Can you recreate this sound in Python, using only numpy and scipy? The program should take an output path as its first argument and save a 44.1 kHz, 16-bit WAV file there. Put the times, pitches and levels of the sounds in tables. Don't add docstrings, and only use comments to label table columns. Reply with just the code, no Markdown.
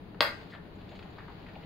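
import sys
import numpy as np
from scipy import signal
from scipy.fft import rfft, irfft
from scipy.io import wavfile

SR = 44100
rng = np.random.default_rng(int(sys.argv[2]) if len(sys.argv) > 2 else 0)


def wav_out(sig):
    wavfile.write(sys.argv[1], SR, np.round(np.clip(np.atleast_2d(sig).T, -1, 1) * 32767).astype(np.int16))


N = 72765


def amp(db):
    return 10 ** (np.asarray(db) / 20)


def rms_one(x):
    return x / np.sqrt(np.mean(x ** 2) + 1e-20)


def at_hz(table, hz, column=1):
    rows = np.array(table)
    return np.interp(np.log(hz), np.log(rows[:, 0]), rows[:, column])


def pair(mid, side, alike):
    alike = np.clip(alike, 0, 1)
    return np.sqrt(1 + alike) * mid + np.sqrt(1 - alike) * side * [[1], [-1]]


def coloured(noise, spectrum):
    # f/Hz, likeness
    likeness = [(60, 0.81), (180, 1), (550, 0.42), (1650, 0.062), (4970, -0.38), (15000, -1.16)]
    hz = np.maximum(np.fft.rfftfreq(N, 1 / SR), 1)
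    mid, side = rfft(noise) * amp(at_hz(spectrum, hz))
    return rms_one(irfft(pair(mid, side, at_hz(likeness, hz)), N))


def band(x, low_hz, high_hz):
    edges = [low_hz, min(high_hz, .45 * SR)]
    return signal.sosfilt(signal.butter(2, edges, "band", fs=SR, output="sos"), x)


def room_hum(level_db=-47):
    # f/Hz, relative level/dB
    spectrum = [(12, -12.5), (20, -7), (113, -1.5), (136, -5.5), (188, 1), (221, -6), (343, -5),
                (367, -12.5), (422, -6), (544, -15), (583, -12.5), (1060, -20.5), (1340, -26), (1770, -25),
                (5000, -40.5), (6500, -91), (11000, -120)]
    return amp(level_db) * coloured(rng.standard_normal((2, N)), spectrum)


def strap_rustle(grains_per_s=3000, spread_db=0.5):
    # t/s, relative level/dB
    effort = [(0.0, -62), (0.206, -61), (0.362, -56), (0.408, -51), (0.596, -61.5), (0.854, -56.5),
              (1.102, -56.5), (1.36, -55), (1.65, -55)]
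    # f/Hz, relative level/dB
    cloth = [(300, -21), (700, 10), (1500, 4), (2500, 0.5), (4500, -2.5), (7000, -6), (9000, -43.5),
             (15000, -5.5)]
    grains = amp(spread_db * np.minimum(rng.exponential(1, (2, N)), 5))
    grains *= rng.choice([-1, 1], (2, N))
    grains *= rng.random((2, N)) < grains_per_s / SR
    times, db = np.transpose(effort)
    loudness = amp(np.interp(np.arange(N) / SR, times, db) + 0.5)
    return loudness * coloured(grains, cloth)


def strap_ticks(gain_db=-4, rise_share=.025):
    # t/s, relative level/dB, centre f/Hz, width/octaves, time to fade by 60 dB/s
    touches = [(.144, -39.5, 880, 1.4, 0.036), (0.412, -49, 2550, 2.2, 0.062),
               (0.496, -49.5, 4180, 1.16, 0.27), (0.521, -45.5, 1870, 0.4, 0.097),
               (.535, -37.5, 1680, 0.67, 0.056), (.538, -50, 3370, 0.44, 0.12),
               (0.549, -38, 1100, 1.5, 0.062), (.653, -47.5, 1690, 0.61, 0.038),
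               (0.754, -55, 6900, .2, 0.057), (.807, -54, 3000, 1.3, 0.075), (.89, -48, 3880, 1.24, 0.077),
               (.893, -55.5, 6800, 0.11, 0.23), (0.911, -48, 2480, 1, 0.18), (.914, -44, 700, 0.68, 0.16),
               (0.949, -48, 3200, 1.3, 0.15), (.955, -51, 6500, .2, 0.098), (0.99, -40, 1760, 1.97, 0.047),
               (1.025, -42, 1800, 1.8, 0.044), (1.034, -53, 6750, 0.11, 0.066),
               (1.052, -41, 920, 0.6, 0.047), (1.102, -56, 6850, 0.14, 0.073),
               (1.155, -58, 3940, 0.2, 0.13), (1.183, -38, 1110, 1.43, 0.1),
               (1.184, -49.5, 4200, .4, 0.058), (1.195, -47.5, 1620, 0.7, 0.18),
               (1.28, -37, 1110, 1.15, .06), (1.3, -39.5, 940, 0.8, 0.047),
               (1.427, -51.5, 2740, 0.52, 0.023), (1.463, -43, 1700, 1.26, .05),
               (1.483, -44, 1800, 1.2, 0.083), (1.553, -42.5, 2600, 0.57, 0.039),
               (1.56, -38, 706, 0.42, 0.064), (1.63, -48, 2260, 0.84, 0.061)]
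    out, t = np.zeros(N + SR), np.arange(SR // 4) / SR
    for start, db, hz, octaves, fade_s in touches:
        edge_ratio = 2 ** (np.clip(octaves, .1, 4) / 2)
        noise = rms_one(band(rng.standard_normal(len(t)), hz / edge_ratio, hz * edge_ratio))
        rise = 1 - np.exp(-t / (rise_share * fade_s))
        fade = amp(db + gain_db - 60 * t / fade_s)
        out[int(start * SR):][:len(t)] += noise * rise * fade
    return out[:N]


def buckle_snap(crack_db=-22, ring_db=-5, bass_cut_hz=432):
    # t/s, relative level/dB, brightness/(dB per octave)
    clicks = [(.2060, -28, 0), (.2068, -12, 3), (.2074, -10, -3), (.2096, -17, 1), (.2110, -16, 0),
              (.2139, -20, 1), (.2174, -23, 0)]
    # f/Hz, relative level/dB, time to fade by 60 dB/s
    tones = [(287, -8.5, 0.011), (581, -27, 0.16), (667, -7.5, 0.043), (980, 1.5, 0.0059),
             (1207, -12.5, 0.036), (1526, -26.5, 0.17), (1592, -18.5, 0.12), (2054, -14, 0.051),
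             (2150, -4, 0.01), (2620, -1, 0.01), (3390, -3, 0.0075), (4020, 1.5, 0.012),
             (4670, 2.5, 0.0036), (6100, -31, 0.0028), (14900, -23, .001)]
    times, click_db, tilt_db = np.transpose(clicks)
    at, out = (times * SR).astype(int), np.zeros(N)
    out[at] = amp(click_db + tilt_db + crack_db)
    for hz, tone_db, fade_s in tones:
        pulse_db = click_db + tone_db + ring_db + tilt_db * np.log2(hz / 2000)
        pulses = np.full(N, 1e-18)
        pulses[at] = amp(pulse_db + rng.normal(0, 1.5, len(at)))
        decay, angle = amp(-60 / (fade_s * SR)), 2 * np.pi * hz / SR
        out += signal.lfilter([0, np.sin(angle)], [1, -2 * decay * np.cos(angle), decay ** 2], pulses)
    return signal.sosfilt(signal.butter(3, bass_cut_hz, "high", fs=SR, output="sos"), out)


def room_echo(x, gain_db=-28, build_s=.008):
    # f/Hz, time to fade by 60 dB/s, relative level/dB, left-right likeness
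    walls = [(255, 0.89, -9.5, 0.34), (420, .3, -11.5, 0.83), (570, 0.31, -3, 0.79), (860, 0.32, -3, 0.71),
             (1210, 0.25, -2.5, 0.15), (1930, 0.4, 5, 0.13), (2430, .33, -7, 0.072), (3500, 0.3, -5, 0.089),
             (4750, 0.29, -12, 0.1), (6830, 0.41, -2, .1), (10250, 0.45, -8.5, 0.047),
             (13900, 0.18, 20.5, .1)]
    t, echo = np.arange(SR) / SR, np.zeros((2, SR))
    edges_hz = 120 * 2 ** np.arange(0, 7.6, .5)
    noise = rng.standard_normal((2, 2, SR))
    for k, (low, high) in enumerate(zip(edges_hz, edges_hz[1:])):
        fade_s, db, alike = (at_hz(walls, np.sqrt(low * high), column) for column in (1, 2, 3))
        mid, side = band(noise[k % 2], low, high)
        echo += pair(mid, side, alike) * amp(db - 60 * t / fade_s)
    echo *= amp(gain_db) * (1 - np.exp(-(t / build_s) ** 2))
    return signal.fftconvolve(echo, x[None], axes=1)[:, :N]


def scene(tick_echo_db=-7, left_louder_db=3):
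    hum, rustle, ticks, snap = room_hum(), strap_rustle(), strap_ticks(), buckle_snap()
    echo = room_echo(snap + amp(tick_echo_db) * ticks)
    balance = amp([[left_louder_db / 2], [-left_louder_db / 2]])
    return (hum + rustle + ticks + snap + echo) * balance


def record(dry, edge_hz=5913, treble_db=-14.5, cutoff_hz=15750):
    # f/Hz, relative level/dB
    spectrum = [(3290, -33), (5600, -42), (6100, 2.5), (7770, -20.5), (10300, 2.5), (12200, -6), (15500, 2)]
    hiss = amp(-76.5) * coloured(rng.standard_normal((2, N)), spectrum)
    low = signal.sosfilt(signal.cheby2(8, 45, edge_hz, fs=SR, output="sos"), dry)
    high_pass = signal.butter(7, edge_hz + 200, "high", fs=SR, output="sos")
    treble = signal.sosfilt(high_pass, amp(treble_db) * dry + hiss)
    return signal.sosfilt(signal.ellip(12, .5, 70, cutoff_hz, fs=SR, output="sos"), low + treble)


dry = scene()
out = record(dry)
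wav_out(out)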